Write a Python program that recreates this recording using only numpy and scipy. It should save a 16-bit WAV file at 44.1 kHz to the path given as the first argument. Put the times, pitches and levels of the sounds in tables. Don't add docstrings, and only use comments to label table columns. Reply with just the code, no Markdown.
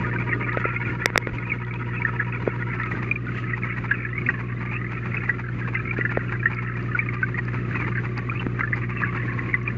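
import sys
import numpy as np
from scipy import signal
from scipy.fft import rfft, irfft
from scipy.io import wavfile
from scipy.ndimage import uniform_filter1d

SR = 44100
rng = np.random.default_rng(int(sys.argv[2]) if len(sys.argv) > 2 else 0)


def wav_record(signal):
    frames = np.transpose(np.atleast_2d(signal))
    bounded = np.clip(frames, -1, 1)
    quanta = np.round(bounded * 32767).astype(np.int16)
    wavfile.write(sys.argv[1], SR, quanta)


def nominal_scale(level):
    x = np.asarray(level, float) / 20
    return 10 ** x


N = 430857
LENGTH_S = N / SR
TIME = np.arange(N) / SR

# [t/s, peak level/dB, f/Hz]
LARGE_BUBBLES = [(0.0463, -20, 1710), (0.4242, -22, 1235), (0.5448, -20.5, 1325), (0.5713, -19.5, 1430),
                 (0.6419, -13.5, 1397), (2.0496, -12, 1820), (2.0508, -10, 1807), (2.092, -21.5, 1285),
                 (2.1958, -24.5, 1810), (2.1981, -11, 1696), (2.8346, -28, 1280), (3.9094, -17.5, 1620),
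                 (3.9127, -5, 1660), (4.0499, -18.5, 1696), (5.2913, -16, 1595), (0.16, -20, 1550),
                 (6.0511, -12, 1720), (6.0532, -19.5, 1960), (6.4285, -20, 1660), (6.4557, -13.5, 1797),
                 (6.4571, -4.5, 1787), (6.948, -9.5, 1444), (7.2294, -13, 1505), (7.98, -20.5, 1580),
                 (8.6077, -16, 1270), (8.6334, -17.5, 1740), (8.7293, -15.5, 1765), (9.0274, -18, 1760),
                 (9.0351, -10.5, 1670), (9.5434, -20.5, 1490),
                 (0.328, -12.5, 1867), (0.6508, -18.5, 2100), (1.501, -18, 2370), (1.5175, -13, 2260),
                (2.0185, -16.5, 2270), (2.6237, -17, 1880), (2.8337, -19.5, 2090), (3.1124, -9.5, 2410),
                (3.1567, -16.5, 2440), (3.5326, -14, 1920), (3.6337, -14.5, 2164), (4.179, -18, 2160),
                (4.2627, -14.5, 2170), (4.288, -6, 1900), (5.1424, -15.5, 2154), (5.1681, -15.5, 2520),
                (5.2937, -7.5, 1940), (5.7507, -12.5, 2064), (5.9082, -15.5, 2390), (6.01, -12, 1965),
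                (6.99, -12, 2235), (7.088, -16, 2154), (7.387, -18.5, 1910), (7.755, -19, 1990),
                (8.297, -16.5, 2360), (8.607, -15.5, 2050), (8.7306, -12, 1970), (9.3895, -16.5, 1980),
                (9.5408, -6.5, 2000), (9.6764, -15, 2410)]
TRAINS, TRAIN_GAP_S, TRAIN_STEP_HZ = 55, 0.018, 160
MIDDLING_DB, MIDDLING_SPREAD_DB, MIDDLING_LOW_HZ, MIDDLING_HIGH_HZ = -23.5, 2.5, 1208, 2590
TINY_COUNT, TINY_DB, TINY_LOW_HZ = 45, -52, 2900

# [t/s, f/Hz]
AIR_COLUMN = [(0, 1242), (.5, 1227), (.8, 1433), (1.25, 1263), (2.75, 1340), (3.05, 1201), (4.0, 1380),
              (4.4, 1089), (5.2, 1402), (5.7, 1261), (6.05, 1426), (6.55, 1335), (7.25, 1175), (7.55, 1302),
              (8.25, 1132), (8.5, 1255), (9.45, 1071), (9.77, 1197)]
# [t/s, level/dB]
GURGLE_LEVEL = [(0.0, -38.5), (0.65, -30.5), (1.03, -37), (2.56, -36.5), (2.75, -32.5), (3.15, -40),
                (3.56, -32.5), (4.57, -38.5), (5.22, -34.5), (5.44, -40.5), (6.17, -33.5), (6.61, -33.5),
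                (7.48, -40.5), (7.94, -34.5), (8.22, -42), (8.82, -35), (9.77, -37.5)]
# [f/Hz, level/dB per Hz]
FIZZ_SPECTRUM = [(530, -47), (900, -17.5), (1280, -17.5), (1560, -11), (1700, -3.5), (1970, 0.5),
                 (2450, -4), (2930, -17), (3400, -46), (4420, -72), (7480, -120)]
FIZZ_PITCHES, COLUMN_T60_S = 36, 0.055
WHINE_HZ, WHINE_DB = 2991, -73

# [multiple of step rate, level going out/dB, level coming back/dB]
WHIRR = [(1, -50, -50.5), (2, -42, -49.5), (3, -50, -40.5), (4, -53.5, -45), (6, -59.5, -85.5),
         (7, -74.5, -64.5)]
# [f/Hz, level/dB per Hz]
GEAR_SPECTRUM = [(400, -4), (700, -13), (900, 0.5), (1300, 0), (2400, 0.5), (3200, -26), (5000, -29.5),
                 (7500, -41)]
FRAME_S, STEP_HZ, HUNT_END_S = 1 / 29.97, 479.2, 2.72
WIND_DOWN_S, WIND_DOWN_GAP_S, WIND_DOWN_DB = 2.733, 0.057, -43
FULL_DB, FULL_LENGTH_S, LIGHT_LENGTH_S = -41, 0.039, 0.028
FULL_TWITCHES = [3.563, 3.642, 3.764, 3.832, 4.387, 4.602, 4.711, 4.908, 5.046, 5.133, 5.277, 5.386, 5.582,
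                 5.726, 5.967, 6.101, 6.308, 6.497, 6.961, 7.125, 7.532, 7.796, 7.866, 8.035, 8.166, 8.402,
                 8.587, 8.76, 9.145]
# [t/s, peak level/dB]
LIGHT_TWITCHES = [(3.903, -44), (4.294, -43), (4.65, -45), (5.234, -40), (5.673, -40), (5.926, -41.5),
                  (6.167, -51), (6.531, -48), (6.619, -42), (6.762, -43), (7.21, -48), (7.279, -48),
                  (7.376, -40.5), (7.475, -45), (7.755, -41.5), (8.26, -62), (8.336, -48), (8.456, -52),
                  (8.893, -42), (9.007, -42), (9.062, -49), (9.321, -48), (9.375, -48), (9.669, -45.5)]

# [t/s, peak level/dB, f/Hz]
KNOCKS = [
    (.572, -12, 536),
    (0.654, -11.5, 437),
    (1.101, -28, 303),
    (1.157, -7, 620),
    (1.2715, -16.5, 480),
    (1.325, -21, 60),
    (2.476, -6, 437),
    (5.988, -14.5, 379),
    (6.173, -7.5, 474),
    (8.4651, -16.5, 265),
]
# [t/s, peak level/dB, hardness as f/Hz]
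CLICKS = [(0.572, -15, 2320), (.655, -26, 2260), (1.058, 11, 12000), (1.102, -14, 1800), (1.1578, 0, 1940),
          (1.1586, -4.5, 1940), (1.1768, 11, 12100), (1.2714, -10.5, 2080), (5.991, -30, 1700),
          (6.172, -10, 1680), (8.466, -15.5, 1500)]
# [f/Hz, level/dB, t60/s]
HOUSING_MODES = [(480, -11, 0.0099), (1400, -10.5, 0.003), (1994, 5.5, 0.0031), (3500, -3, 0.0031),
                 (5360, -8.5, 0.0036), (7670, -0.5, 0.0014), (4080, -6.5, 0.00089), (7330, -9.5, 0.0018)]
WALL_MODES_HZ = 4000

# [t/s, peak level/dB, f/Hz]
TICKS = [(0.5294, -37, 3720), (0.822, -45, 3400), (1.3848, -42, 4000), (1.649, -39, 3280),
         (1.7399, -32.5, 3300), (2.834, -35, 3630), (2.9622, -44, 3340), (3.2685, -44, 3500),
         (3.912, -36.5, 3430), (5.2944, -61, 3280), (6.547, -40, 4800), (6.8271, -45, 4650),
         (7.1432, -44, 4770), (7.452, -44, 4840), (7.9716, -48, 4350), (8.1783, -30, 4600),
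         (8.759, -45, 4800), (9.545, -38, 3470), (9.631, -48, 5770)]
TICK_T60_S = 0.007

# [t/s, level/dB, length/s]
SLIDES = [
    (0.567, -44.5, 0.064),
    (1.322, -44.5, .06),
    (3.257, -46.5, 0.23),
    (8.722, -66, .08),
]
# [t/s, level/dB]
GRIP = [
    (0, -43.5),
    (.45, -40.5),
    (.7, -62),
    (1.2, -47),
    (1.45, -48),
    (1.7, -76.5),
    (9.77, -69),
]
# [f/Hz, level/dB per Hz]
PALM_SPECTRUM = [(150, -11.0), (300, 6.0), (500, -2.5), (800, -19.5)]
SLIDE_SPECTRUM = [(1500, -6.5), (2600, 10.5), (3600, -11.5), (7500, -22.5)]

# [multiple of mains, rms level/dB, phase/rad]
HUM = [(1, -41.5, -1.5), (2, -30, 2.0), (3, -40, 0.0), (4, -50, -2.0), (6, -45, 1.7)]
# [f/Hz, level/dB per Hz]
WASH_SPECTRUM = [(45, -18), (80, -17.5), (100, -4.5), (150, -6.5), (229, -8.5), (330, -10.5), (430, -17),
                 (600, -26.5), (860, -32), (1150, -24), (2400, -28), (3200, -44), (7300, -57),
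                 (8600, -96.5)]
MAINS_HZ, HUM_DB, WASH_DB = 60.011, -2, -37.5

# [t/s, level/dB]
GAIN = [(0, 4), (.3, 3.5), (.6, 2), (1.3, 2), (2.5, 2), (5, 1.43), (7.5, 3), (9.77, 2.5)]
NOTCH_HZ, NOTCH_WIDTH_HZ, MIC_CUT_HZ, BAND_EDGE_HZ, CLIP = 5420, 380, 7600, 8200, 0.72


def rms_one(x):
    return x / np.sqrt(np.mean(x ** 2) + 1e-20)


def in_time(rows):
    s, *columns = np.transpose(rows)
    return [np.interp(TIME, s, c) for c in columns]


def at_hz(points, hz):
    f, db = np.transpose(points)
    return np.interp(np.log(hz), np.log(f), db, left=db[0] - 22, right=-99)


def coloured(points):
    hz = np.maximum(np.arange(N // 2 + 1) * SR / N, 1)
    white = rfft(rng.standard_normal(N))
    return rms_one(irfft(white * nominal_scale(at_hz(points, hz)), N))


def drift(rate):
    r = np.exp(-80 * np.pi * rate / SR)
    slow = signal.lfilter([1], [1, -2 * r, r * r], rng.standard_normal(N // 40 + 2002))[2000:]
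    return np.interp(np.arange(N) / 40, np.arange(len(slow)), rms_one(slow))


def ring(clicks, hz, t60):
    r, w = nominal_scale(-60 / (t60 * SR)), 2 * np.pi * hz / SR
    return signal.lfilter([0, np.sin(w)], [1, -2 * r * np.cos(w), r * r], clicks + 1e-18)


def sine(hz, t):
    return np.sin(2 * np.pi * hz * t)


def add(out, s, sound):
    i = round(s * SR)
    out[i:i + len(sound)] += sound[:N - i]


def puff(length_s):
    return np.hanning(max(round(length_s * SR), 100))


def grains(per_s, spread_db):
    sizes = nominal_scale(spread_db * np.minimum(rng.exponential(1, N), 4)) * rng.choice([-1, 1], N)
    return sizes * (rng.random(N) < per_s / SR)


def bubble_rows():
    start, first, slope = np.repeat(rng.random((TRAINS, 3)), 3, axis=0).T
    place = np.tile(np.arange(3), TRAINS)
    late, size, off = rng.random((3 * TRAINS, 3)).T
    when = start * 0.99 + (place + late) * TRAIN_GAP_S / LENGTH_S
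    walk_hz = TRAIN_STEP_HZ * ((2 * slope - 1) * (place - 1) + off - 0.5)
    hz = MIDDLING_LOW_HZ + (MIDDLING_HIGH_HZ - MIDDLING_LOW_HZ) * first + walk_hz
    db = MIDDLING_DB + MIDDLING_SPREAD_DB * np.log(size)
    middling = zip(0.01 + when * (LENGTH_S - 0.02), db, hz)
    when, size, pitch = rng.random((TINY_COUNT, 3)).T
    tiny_hz = TINY_LOW_HZ * 1.55 ** pitch
    tiny = zip(0.01 + when * (LENGTH_S - 0.02), TINY_DB + 4 * np.log(size), tiny_hz)
    return LARGE_BUBBLES + list(middling) + list(tiny)


def large_bubbles(rows):
    out, t = np.zeros(N), np.arange(4000) / SR
    swell = np.sin(np.pi / 2 * np.minimum(t / 0.0025, 1)) ** 2
    chances = rng.standard_normal((len(rows), 4))
    for (s, db, hz), (detune, phase, lasting, glide) in zip(rows, chances):
        t60 = 0.037 * nominal_scale(0.047 * (db + 15.5) + 2.1 * lasting)
        dying = nominal_scale(-60 * (t / t60) ** 1.5)
        tone = sine(hz * (1 + (0.3 + 1.0 * glide) * t), t)
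        neighbour = 0.45 * np.sin(2 * np.pi * hz * (1 + 0.06 * detune) * t + phase)
        add(out, s - 0.001, nominal_scale(db - 4.1) * swell * dying * (tone + neighbour))
    return out


def small_bubbles(clicks, jolts):
    dealt = rng.integers(0, FIZZ_PITCHES, N)
    share = rng.standard_normal((FIZZ_PITCHES, 64)) ** 3 / 4
    fizz, at = np.zeros(N), np.flatnonzero(jolts)
    for k, hz in enumerate(np.geomspace(1050, 2850, FIZZ_PITCHES)):
        struck = clicks * (dealt == k)
        struck[at] += 0.78 * jolts[at] * share[k][np.arange(len(at)) % 64]
        swelling = ring(struck, hz, t60=85 / hz)
        fizz += nominal_scale(at_hz(FIZZ_SPECTRUM, hz)) * hz * ring(swelling, hz, t60=22 / hz)
    return fizz


def air_column(shakes):
    column_hz, = in_time(AIR_COLUMN)
    turn = np.exp(2j * np.pi * np.cumsum(column_hz) / SR)
    r = nominal_scale(-60 / (COLUMN_T60_S * SR))
    shaken = signal.lfilter([1], [1, -r], shakes * np.conj(turn))
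    return np.imag(signal.lfilter([1], [1, -r ** 6], shaken) * turn)


def gurgle(bubbles):
    level_db, = in_time(GURGLE_LEVEL)
    clumps = nominal_scale(4.0 * drift(12))
    clicks = grains(450 * clumps, spread_db=4.2)
    jolts = grains(70 * clumps, spread_db=2.5)
    for s, db, hz in bubbles:
        jolts[round(s * SR)] = 1.8 * nominal_scale(0.68 * (db + 16.5))
    fizz = small_bubbles(clicks, jolts)
    column = air_column(grains(250 * clumps, spread_db=3.0) + 5.1 * jolts)
    whine = nominal_scale(WHINE_DB + 1.7 * drift(12)) * sine(WHINE_HZ, TIME)
    water = rms_one(fizz) + nominal_scale(-4.5) * rms_one(column)
    return nominal_scale(level_db - 4.5) * water + whine


def twitch_rows():
    winding = [(WIND_DOWN_S + k * WIND_DOWN_GAP_S, WIND_DOWN_DB, FULL_LENGTH_S) for k in range(6)]
    full = [(s, FULL_DB, FULL_LENGTH_S) for s in FULL_TWITCHES]
    light = [(s, db, LIGHT_LENGTH_S) for s, db in LIGHT_TWITCHES]
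    return winding + full + light


def lens_motor():
    frame = np.floor((TIME + 0.0033) / FRAME_S).astype(int)
    hunting = TIME < HUNT_END_S
    out_gate, back_gate = [uniform_filter1d(1. * hunting * (frame % 4 == k), size=90) for k in (0, 2)]
    whirr = np.zeros(N)
    for k, out_db, back_db in WHIRR:
        level = (nominal_scale(out_db) * out_gate + nominal_scale(back_db) * back_gate) * nominal_scale(1.5 * drift(5.8))
        whirr += level * np.sqrt(2) * np.sin(2 * np.pi * k * STEP_HZ * TIME + k * k)
    effort = nominal_scale(-43.5) * (out_gate + back_gate)
    for s, db, length_s in twitch_rows():
        add(effort, s - 0.003, nominal_scale(db + 6.0) * np.sqrt(puff(length_s)))
    return whirr + effort * nominal_scale(3.1 * drift(150)) * coloured(GEAR_SPECTRUM)


def finger_knocks():
    out, t = np.zeros(N), np.arange(3000) / SR
    for s, db, hz in KNOCKS:
        push = (t * hz * 1.65) * np.exp(1 - t * hz * 2.08) / 3.44
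        add(out, s, nominal_scale(db + 10.0) * sine(hz, t) * push)
    return out


def housing_clicks():
    out, t = np.zeros(N), np.arange(3000) / SR
    body = np.zeros(len(t))
    for hz, db, t60 in HOUSING_MODES:
        body += np.sign(WALL_MODES_HZ - hz) * nominal_scale(db) * sine(hz, t) * nominal_scale(-60 * t / t60)
    for s, db, hard_hz in CLICKS:
        softness = signal.butter(4, min(hard_hz, 18000), fs=SR, output="sos")
        add(out, s, nominal_scale(db) * signal.sosfilt(softness, body))
    return out


def ticks():
    out, t = np.zeros(N), np.arange(500) / SR
    shape = (1 - np.exp(-t / 0.000087)) * nominal_scale(-60 * t / TICK_T60_S)
    for (s, db, hz), noise in zip(TICKS, rng.standard_normal((len(TICKS), 500))):
        skirt = 0.064 * np.diff(noise, prepend=0)
        add(out, s, nominal_scale(db + 1.0) * (sine(hz, t) + skirt) * shape)
    return out


def rustle():
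    slide = np.zeros(N)
    for s, db, length_s in SLIDES:
        add(slide, s, nominal_scale(db) * puff(length_s))
    grip_db, = in_time(GRIP)
    rub = nominal_scale(grip_db + 1.6 * drift(25)) * coloured(PALM_SPECTRUM)
    return rub + slide * nominal_scale(2.5 * drift(60)) * coloured(SLIDE_SPECTRUM)


def pumps():
    hum = np.zeros(N)
    for k, db, phase in HUM:
        flutter = nominal_scale(db + 0.098 * drift(15.0))
        hum += np.sqrt(2) * flutter * np.cos(2 * np.pi * k * MAINS_HZ * TIME + phase)
    wash = nominal_scale(WASH_DB + 1.78 * drift(5.2)) * coloured(WASH_SPECTRUM)
    return nominal_scale(HUM_DB) * hum + wash


def scene():
    bubbles = bubble_rows()
    water = large_bubbles(bubbles) + gurgle(bubbles) + ticks() + pumps()
    touched = lens_motor() + finger_knocks() + rustle()
    notch = signal.iirnotch(NOTCH_HZ, NOTCH_HZ / NOTCH_WIDTH_HZ, SR)
    return (signal.lfilter(*notch, water + touched) + housing_clicks())[None]


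def gain_control(x):
    over_db = np.maximum(10 * np.log10(uniform_filter1d(x ** 2, size=700) + 1e-12) + 23, 0)
    held_db = np.maximum.accumulate(over_db + 25 * TIME) - 25 * TIME
    duck_db = signal.lfilter([0.003], [1, -0.997], held_db)
    gain_db, = in_time(GAIN)
    return x * nominal_scale(gain_db - 0.17 * duck_db)


def roll_off(x):
    return signal.sosfilt(signal.butter(12, 16540, fs=SR, output="sos"), x)


def record(dry):
    x = signal.sosfilt(signal.butter(8, MIC_CUT_HZ, fs=SR, output="sos"), dry[0])
    x = np.clip(gain_control(x), -CLIP, CLIP)
    x = signal.sosfilt(signal.butter(14, BAND_EDGE_HZ, fs=SR, output="sos"), x)
    x = np.clip(x, -CLIP, CLIP)
    x = x + nominal_scale(-101) * rng.standard_normal(N)
    x = signal.sosfilt(signal.cheby2(10, 40, 16600, fs=SR, output="sos"), x)
    return roll_off(x[None])


dry = scene()
out = record(dry)
wav_record(out)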